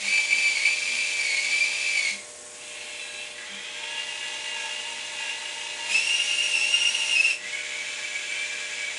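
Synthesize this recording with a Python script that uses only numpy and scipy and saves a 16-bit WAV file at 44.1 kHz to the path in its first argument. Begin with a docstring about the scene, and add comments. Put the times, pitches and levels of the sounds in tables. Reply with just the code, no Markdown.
"""A remote-controlled model crane works on a table in a small room, heard by one microphone over a mains hum.
It hoists a grab of sand; sand trickles out as noise with a fast flutter while the crane swings.
It then opens the grab, lowers it and closes it; gears squeal in the hoist and around the lowering.
Each move is a small geared motor that runs up, sags under load and coasts: a wavering tooth whine
with sidebands at the turning rate of the slower wheel, and gear rattle that rings in the metal frame."""
import sys
import numpy as np
from scipy import signal
from scipy.fft import rfft, irfft, next_fast_len
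from scipy.io import wavfile

SR = 44100
rng = np.random.default_rng(int(sys.argv[2]) if len(sys.argv) > 2 else 0)


def to_wav(sig):
    """Store sig (one row per channel, or 1-D mono) as 16-bit WAV at the path in sys.argv[1].

    Samples outside -1..1 are clipped; the rate is SR.
    """
    pcm = np.clip(np.atleast_2d(sig), -1, 1) * 32767
    pcm = np.round(pcm).astype(np.int16)
    wavfile.write(sys.argv[1], SR, pcm.T)  # frames by channels


N = 396018


def from_db(db):
    """Decibels to gain."""
    return 10 ** (np.asarray(db) / 20)


def rms_one(x):
    """Scale to unit power."""
    return x / np.sqrt(np.mean(x ** 2) + 1e-20)


def clock():
    """Time of every sample, in seconds."""
    return np.arange(N) / SR


def turning(hz):
    """Phase in radians of a tone whose pitch is given at every sample."""
    return 2 * np.pi * np.cumsum(hz) / SR


def drift(rate):
    """Smooth random wander with a spread of one, changing about `rate` times a second."""
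    step = 16  # samples between the points of the slow curve
    size = next_fast_len(N // step + 2)
    hz = np.arange(size // 2 + 1) * SR / step / size
    slow = irfft(rfft(rng.standard_normal(size)) / (1 + (hz / rate) ** 2), size)
    return np.interp(np.arange(N) / step, np.arange(size), rms_one(slow))


def colour(x, spectrum):
    """Shape a signal by a smooth spectrum that falls away below its first row; rms one."""
    hz, db = np.transpose(spectrum)
    size = next_fast_len(N)
    bins = np.arange(size // 2 + 1) * SR / size + 1
    curve_db = np.interp(np.log(bins), np.log(hz), db)
    low_cut = np.minimum(bins / hz[0], 1) ** 2
    return rms_one(irfft(rfft(x, size) * from_db(curve_db) * low_cut, size)[:N])


def settling(start, length):
    """Eases from one at the start to zero after `length` seconds."""
    return np.clip(1 - (clock() - start) / length, 0, 1) ** 2


def envelope(start, stop, swell_db, attack, release_t60, switch_s=0.072):
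    """Gain of a run: fades in just before the start, swells, holds, and dies away after the stop."""
    t = clock()
    switched_on = np.clip(1 + (t - start) / switch_s, 0, 1)
    release_db = -60 * np.clip((t - stop) / release_t60, 0, 2)
    return switched_on * from_db(-swell_db * settling(start, attack) + release_db)


def room(x, wet_db, t60=0.21):
    """Direct sound plus dense reflections from table and walls; the total power stays the same."""
    t = np.arange(SR // 3) / SR
    tail = rng.standard_normal(len(t)) * from_db(-60 * t / t60) * (t > .002)
    tail *= from_db(wet_db) / np.sqrt(np.sum(tail ** 2))
    return rms_one(x + signal.oaconvolve(x, tail)[:N]) * np.std(x)


# The air of the small room at the microphone. Each row: pitch in Hz, relative level in dB per Hz.
ROOM_AIR = [(25, -28), (65, -4), (85, -3), (160, -1), (250, 3.5), (420, 7), (800, 5), (1300, 0.5),
            (2300, 4), (4500, -2), (11000, -17)]
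# The mains appliance in the background. Each row: pitch in Hz, level in dB.
MAINS_HUM = [(60, -77.5), (120, -74.5), (240, -71.5), (360, -68), (480, -59), (600, -53.5), (1080, -61)]


def background(air_db=-50):
    """Steady room noise, and the hum of a mains appliance as partials that waver together in level."""
    t = clock()
    hum = sum(from_db(db) * np.sin(2 * np.pi * (hz * t + rng.random())) for hz, db in MAINS_HUM)
    hum = np.sqrt(2) * hum * from_db(0.93 * drift(3))
    return hum + from_db(air_db) * colour(rng.standard_normal(N), ROOM_AIR)


# The crane sways on the table as a motor takes up, shifts or drops its load.
# Each row: centre in seconds, half-width in seconds, pitch in Hz, peak level in dB.
TABLE_JOLTS = [(0.069, 0.055, 202, -47.5), (.36, 0.05, 238, -55), (.95, 0.11, 238.4, -55),
               (1.48, 0.091, 237.8, -60), (2.15, 0.042, 201, -47.5), (3.55, 0.048, 199, -48),
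               (5.94, .04, 201, -51), (7.45, 0.053, 201.2, -60)]


def jolts():
    """A low mode of the crane on the table swells and dies."""
    t = clock()
    return sum(from_db(db) * np.exp(-((t - s) / width) ** 2) * np.sin(2 * np.pi * hz * t)
               for s, width, hz, db in TABLE_JOLTS)


# The stream of sand from the grab. Each row: time in seconds, level in dB.
SAND_FLOW = [(2.1, -43.5), (2.4, -43), (2.9, -43.5), (3.2, -43.5), (3.45, -51), (3.7, -82)]
# The hiss of that sand. Each row: pitch in Hz, relative level in dB per Hz.
SAND_SPECTRUM = [(1500, -4.5), (4000, -6.5), (6700, 2), (8300, 3), (9800, -2), (11000, -8.5)]


def sand(fade_s=0.056):
    """Countless tiny grain impacts merge into a thin hiss: coloured noise with a fast flutter."""
    t = clock()
    times, levels_db = np.transpose(SAND_FLOW)
    running = np.clip(1 + np.minimum(t - times[0], times[-1] - t) / fade_s, 0, 1)
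    grains = rng.standard_normal(N) * from_db(1.6 * drift(500))
    return running * from_db(np.interp(t, times, levels_db)) * colour(grains, SAND_SPECTRUM)


# The pulls of the load on the running motor. Each row: centre in seconds, half-width in seconds,
# share of speed lost.
LOAD_PULLS = [(.32, 0.23, 0.015), (.6, 0.06, 0.058), (1.35, .14, 0.067), (2.1, .13, 0.086),
              (3.1, 0.19, 0.068), (3.98, 0.084, 0.0056), (4.28, 0.083, 0.0077), (4.62, 0.1, 0.024),
              (5.261, 0.078, 0.023), (5.861, 0.08, 0.013), (6.585, .06, .05), (7.191, 0.05, .045),
              (7.32, 0.054, 0.043), (7.66, .2, 0.054), (8.171, 0.21, 0.031), (8.85, 0.19, 0.033)]


def load(stop):
    """Share of speed lost to the pulls, easing in and out; its value at the stop is held."""
    t = np.minimum(clock(), stop)
    return sum(sag * np.exp(-((t - s) / width) ** 2) for s, width, sag in LOAD_PULLS)


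# The drum bearing drones while the rope runs.
# Each row: start in seconds, stop in seconds, unloaded pitch in Hz, level in dB before load.
DRUM_DRONES = [(0.062, 0.374, 895, -51.5), (3.76, 6.14, 918, -49), (6.41, 7.123, 905, -50)]


def drum(sag_share=.8, load_db=130, swell_db=10, attack_s=0.13, release_t60=0.33, waver=.024):
    """An unsteady drone of the rope drum's bearing; load makes it lower and louder, up to a limit."""
    out = 0
    for start, stop, hz, db in DRUM_DRONES:
        sag = np.minimum(load(stop), .025)
        phase = turning(hz * (1 - sag_share * sag) * (1 + waver * drift(53.6)))
        flutter_db = 2.0 * drift(43) + 2.9 * drift(13)
        drone = rms_one(np.sin(phase) * from_db(flutter_db))
        gain = envelope(start, stop, swell_db, attack_s, release_t60)
        out = out + gain * from_db(db + load_db * sag) * drone
    return out


# A gear sings as it takes up the slack of the bucket rope.
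# The one row: start in seconds, stop in seconds, pitch at the start in Hz, peak level in dB.
ROPE_TAKE_UP = (3.5, 4, 3231, -40)


def take_up(backlash=1.5, rise_hz_per_s=100, swell_db=3, attack_s=0.044, release_t60=0.85):
    """A short rough whine of rising pitch, its phase shaken at random, as the opening move runs up."""
    start, stop, hz, db = ROPE_TAKE_UP
    phase = turning(hz + rise_hz_per_s * (clock() - start)) + backlash * drift(110)
    return envelope(start, stop, swell_db, attack_s, release_t60) * from_db(db) * np.sin(phase)


# A gear catches and squeals on a clean, slightly rising note.
# Each row: start in seconds, stop in seconds, pitch at the start in Hz, level in dB.
GEAR_SQUEALS = [(1.001, 1.01, 2364, -25.5), (1.604, 1.646, 2354, -24.5), (5.918, 5.938, 2556, -26.5),
                (5.946, 5.995, 2610, -21), (7.157, 7.194, 2550, -22.5), (7.197, 7.212, 2586, -16),
                (7.242, 7.268, 2598, -22), (7.308, 7.315, 2595, -18)]


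def squeals(rise_hz_per_s=800, edge_s=.009, overtone_db=-13, backlash=0.21, flutter_db=1.0):
    """Each squeal sets in and breaks off abruptly, with its octave above it."""
    t, out = clock(), np.zeros(N)
    shake = backlash * drift(120)
    for start, stop, hz, db in GEAR_SQUEALS:
        gate = np.clip(.5 + np.minimum(t - start, stop - t) / edge_s, 0, 1)
        on = gate > 0
        phase = turning(hz + rise_hz_per_s * (t[on] - start)) + shake[on]
        note = np.sin(phase) + from_db(overtone_db) * np.sin(2 * phase)
        out[on] += np.sqrt(2) * from_db(db) * gate[on] * note
    return out * from_db(flutter_db * drift(120))


# The metal frame favours some pitches and swallows others. Each row: pitch in Hz, width in Hz, gain in dB.
FRAME_MODES = [(865, 41, 10), (1340, 57, -3.5), (1650, 53, 7.5), (1770, 87, -3), (1920, 28, 3.5),
               (2200, 51, 2.5), (2297, 20, 2.5), (2483, 59, -2.5), (2620, 90, 4), (2930, 64, -1.5),
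               (3070, 25, -0.5), (3190, 91, 1.5), (3350, 33, -3.5), (3435, 100, 3), (3620, 70, -2),
               (3925, 104, 3), (4040, 72, -1)]


def frame(x):
    """The peaks and dead spots of the metal frame, as resonant filters one after the other."""
    for hz, width, db in FRAME_MODES:
        damping, height = np.pi * width / SR, from_db(db / 2)
        turn = -2 * np.cos(2 * np.pi * hz / SR)
        zeros = [1 + damping * height, turn, 1 - damping * height]
        poles = [1 + damping / height, turn, 1 - damping / height]
        x = signal.lfilter(zeros, poles, x)
    return x


# The whine swells, or drops out and stutters.
# Each row: centre in seconds, half-width in seconds, gain in dB.
WHINE_SURGES = [(.02, 0.055, -5.5), (0.151, 0.056, 4), (.25, .03, -3), (.33, 0.0088, 8), (.405, 0.012, -1),
                (.465, 0.018, 3.5), (.51, 0.015, 0), (.68, 0.03, 5.5), (1.16, 0.035, -1.5),
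                (1.75, 0.019, 2.5), (1.79, 0.014, -6), (1.99, 0.019, 3.5), (2.16, .05, -4.5),
                (2.7, .12, -3), (3.33, 0.07, -6), (3.84, 0.077, 4.5), (4.0, 0.054, 4), (5.26, 0.043, 1),
                (5.88, 0.032, -2.5), (6.27, .012, -9), (6.365, 0.016, -7), (6.505, 0.017, -4),
                (6.6, 0.044, 3.5), (6.7, 0.015, -3), (6.75, 0.021, 6.5), (6.82, 0.016, 2.5),
                (6.843, .006, -8), (6.875, 0.029, 5.5), (6.92, 0.013, -7), (7.06, .025, -6),
                (7.19, 0.021, -4), (7.222, 0.01, -23), (7.295, 0.013, 0), (7.45, 0.049, 0),
                (7.57, 0.034, 6.5), (7.75, 0.095, 3), (8.06, 0.029, 6), (8.161, 0.016, 7),
                (8.34, 0.11, 6.5), (8.56, .08, -3), (8.69, 0.02, -10), (8.86, 0.11, 5)]


def surges():
    """Gain of the whine as it swells, fades and stutters."""
    t = clock()
    return from_db(sum(db * np.exp(-((t - s) / width) ** 2) for s, width, db in WHINE_SURGES))


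TEETH = 10  # on the pinion
SCRAPE_S = 0.21  # the gears scrape this long after a hard start
COAST_SLIP_PER_S = 0.23  # share of speed lost per second once switched off
RING_WIDTH_HZ = 18  # of a gearbox resonance that the whine may pass through
WHINE_RELEASE_SHARE = 0.84  # the teeth unload and fall silent sooner than the rattle


def gear_motor(move, orders, rattle_spectrum, whine_load_db, rattle_load_db, waver, backlash, throb,
               flutter_db, grain_db, gear_ratio, overtone_shake=1, scrape_db=0, strain_db=0,
               ring_hz=0, ring_db=0, uneven_db=0):
    """A pinion drives a wheel: teeth whine, slack rattles; load gains are dB per percent of speed lost."""
    start, stop, free_hz, slip, run_up, swell_db, attack, release_t60, whine_db, rattle_db = move
    sag = load(stop)
    load_percent = 100 * sag
    coasting = np.clip(COAST_SLIP_PER_S * (clock() - stop), 0, .5)
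    speed = (1 - slip * settling(start, run_up)) * (1 - sag) * (1 - coasting)
    angle = turning(free_hz * speed / TEETH * (1 + waver * drift(25.24)))
    # a sagging speed means strain: the teeth shake more
    strain = np.minimum(1, (1 - speed) / 0.05)
    # the slightly eccentric wheel presses harder once a turn, and the contact chatters
    pressure = (1 + throb * np.sin(angle / gear_ratio)) * from_db(flutter_db * drift(140))
    whine = 0
    for k, db in orders:
        # play between the teeth shakes the phase: a sharp core with a rough skirt
        if k > 1.6 * TEETH:  # strain breaks up the overtones first
            looseness = overtone_shake * (1 + 2.2 * strain)
            strain_gain = from_db(strain_db * strain)
        else:
            looseness = k / TEETH * (1 + .8 * strain)
            strain_gain = 1
        shake = backlash * looseness * drift(85)
        # each partial may flutter on its own
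        flutter = uneven_db * drift(12) if uneven_db else 0
        partial = np.sin(k * angle + shake + rng.uniform(0, 2 * np.pi))
        whine = whine + from_db(db + flutter) * strain_gain * partial
    meshing = envelope(start, stop, swell_db, attack, release_t60 * WHINE_RELEASE_SHARE)
    whine_gain = meshing * from_db(whine_db + whine_load_db * load_percent)
    whine = np.sqrt(2) * whine * rms_one(pressure) * whine_gain
    # the whine may swell where its pitch meets a resonance of the gearbox
    detuning = 2 * (free_hz * speed - ring_hz) / RING_WIDTH_HZ
    whine = whine * from_db(ring_db / (1 + detuning ** 2))
    # tooth impacts bunch up once per shaft turn
    impacts = rng.standard_normal(N) * (1 + 0.097 * np.cos(angle)) * from_db(grain_db * drift(200))
    rattle = rms_one(frame(colour(impacts, rattle_spectrum)))
    # a hard start scrapes until the gears have settled
    scrape = scrape_db * settling(start, SCRAPE_S)
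    gain = envelope(start, stop, swell_db, attack, release_t60)
    rattle = rattle * gain * from_db(rattle_db + rattle_load_db * load_percent + scrape)
    # reflections smear the gliding whine and make its strength uneven
    return np.array([room(frame(whine), wet_db=2.0), room(rattle, wet_db=-2.5)])


# The whine of each gear train. Each row: multiple of the shaft rate, relative level in dB.
HOIST_PARTIALS = [(5, -29.5), (10, -1), (11, -8.5), (13, -16.5), (15, -26), (19, -17), (20, -14),
                  (30, -21.5), (39, -23)]
SWING_PARTIALS = [(6.25, -13), (9, -11), (10, -1), (12.3, -11), (13.3, -13), (15, -4.5)]
OPEN_PARTIALS = [(5, -17), (6, -11.5), (7, -10), (8, -5), (9, -4.5), (10, 0), (11.5, -15), (12.2, -13),
                 (13.7, -17), (20, -13), (30, -15)]
LOWER_PARTIALS = [(5, -28), (7, -28), (9, -16), (10, 0), (12, -33), (20, -11.5), (30, -16)]
CLOSE_PARTIALS = [(6.6, -21.5), (10, 0), (11.3, -11), (13.4, -13.5), (15, -18.5), (32, -24), (37, -22)]
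# The rattle of each gear train. Each row: pitch in Hz, relative level in dB per Hz.
HOIST_NOISE = [(200, -34), (800, -11.5), (1350, -15), (1750, -6), (2020, -2.5), (2350, 6), (2640, 2),
               (2900, 0), (3800, -0.5), (4700, -1), (5600, -3.5), (7300, -2.5), (8200, -7.5), (9400, -6.5),
               (11000, -17.5)]
SWING_NOISE = [(200, -41), (850, -5.5), (1300, -12), (1900, 0), (2500, 9.5), (2950, 4.5), (3300, 5),
               (3900, -2), (4300, -3), (11000, -17)]
OPEN_NOISE = [(200, -27), (800, -6), (1250, -9), (1900, 0), (2500, 3.5), (3400, 3), (3900, 2), (4300, -1.5),
              (5500, -2.5), (7200, -2), (9000, -6), (9500, -6.5), (11000, -16)]
LOWER_NOISE = [(200, -22.5), (800, -12.5), (1200, -12), (1900, -2.5), (2600, 8), (3200, 0), (3900, 0),
               (4700, -3.5), (5500, -1), (7500, -4), (9000, -4), (11000, -13.5)]
CLOSE_NOISE = [(200, -37), (800, -13.5), (1300, -10.5), (1550, -2), (2300, 4), (3400, 1.5), (4400, -4),
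               (5400, -5), (7400, -2), (8000, -7.5), (9500, -11), (11000, -19.5)]
# The moves, in the order hoist, swing, open, lower, close. Each row: start in seconds, stop in seconds,
# free tooth-mesh rate in Hz, share of speed missing at the start, run-up length in seconds, swell in dB,
# attack length in seconds, release in seconds per 60 dB, whine level in dB and rattle level in dB
# (both before load).
CRANE_MOVES = [(-0.03, 2.1, 2368, .15, .17, 6, 0.081, 0.39, -28, -31),
               (2.54, 3.293, 2803, 0.1, 0.21, 11.5, 0.32, 1, -47.5, -39),
               (3.38, 5.93, 2831, .3, .68, 6.5, 1, .25, -41, -36.5),
               (5.89, 7.315, 2816, .11, .3, 8.5, 0.032, 0.29, -27, -29.5),
               (7.43, 9.78, 2360, 0.16, 0.17, 4, 0.15, 0.31, -40, -34)]


def motors():
    """The five moves of the crane, each on its own gear train; the whine surges, the rattle does not."""
    hoist, swing, opening, lower, closing = CRANE_MOVES
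    whine, rattle = (
        gear_motor(hoist, HOIST_PARTIALS, HOIST_NOISE, whine_load_db=0.24, rattle_load_db=-0.02,
                   waver=0.00501, backlash=0.37, overtone_shake=1.1, throb=0.71, flutter_db=3.5,
                   grain_db=1.5, gear_ratio=4.4, strain_db=4)
        + gear_motor(swing, SWING_PARTIALS, SWING_NOISE, whine_load_db=0.6, rattle_load_db=-0.12,
                     waver=0.005, backlash=0.42, throb=0.092, flutter_db=1.0, grain_db=1.5,
                     gear_ratio=3.4)
        + gear_motor(opening, OPEN_PARTIALS, OPEN_NOISE, whine_load_db=1.5, rattle_load_db=0.3,
                     waver=0.00192, backlash=0.6, overtone_shake=0.65, throb=0.76, flutter_db=1.5,
                     grain_db=1.0, gear_ratio=5.0, strain_db=-8, uneven_db=2.0)
        + gear_motor(lower, LOWER_PARTIALS, LOWER_NOISE, whine_load_db=0.14, rattle_load_db=-0.15,
                     waver=0.00399, backlash=0.5, overtone_shake=0.84, scrape_db=3.0, throb=0.41,
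                     flutter_db=1.5, grain_db=-0.5, gear_ratio=5.2)
        + gear_motor(closing, CLOSE_PARTIALS, CLOSE_NOISE, whine_load_db=0.2, rattle_load_db=-0.26,
                     waver=0.00187, backlash=0.35, throb=0.26, flutter_db=2.0, grain_db=1.0,
                     gear_ratio=4.2, ring_hz=2365, ring_db=6.0))
    return whine * surges() + rattle


def scene():
    """The crane in the room, heard by one microphone."""
    small_sounds = room(take_up() + drum() + sand(), wet_db=-0.5)
    gear_squeals = room(squeals(), wet_db=-13.5)
    mix = background() + jolts() + small_sounds + gear_squeals + motors()
    return mix[None]


def record(dry):
    """The treble is cut steeply above 11050 Hz."""
    return signal.sosfilt(signal.ellip(12, .2, 80, 11050, fs=SR, output="sos"), dry)


dry = scene()
out = record(dry)
to_wav(out)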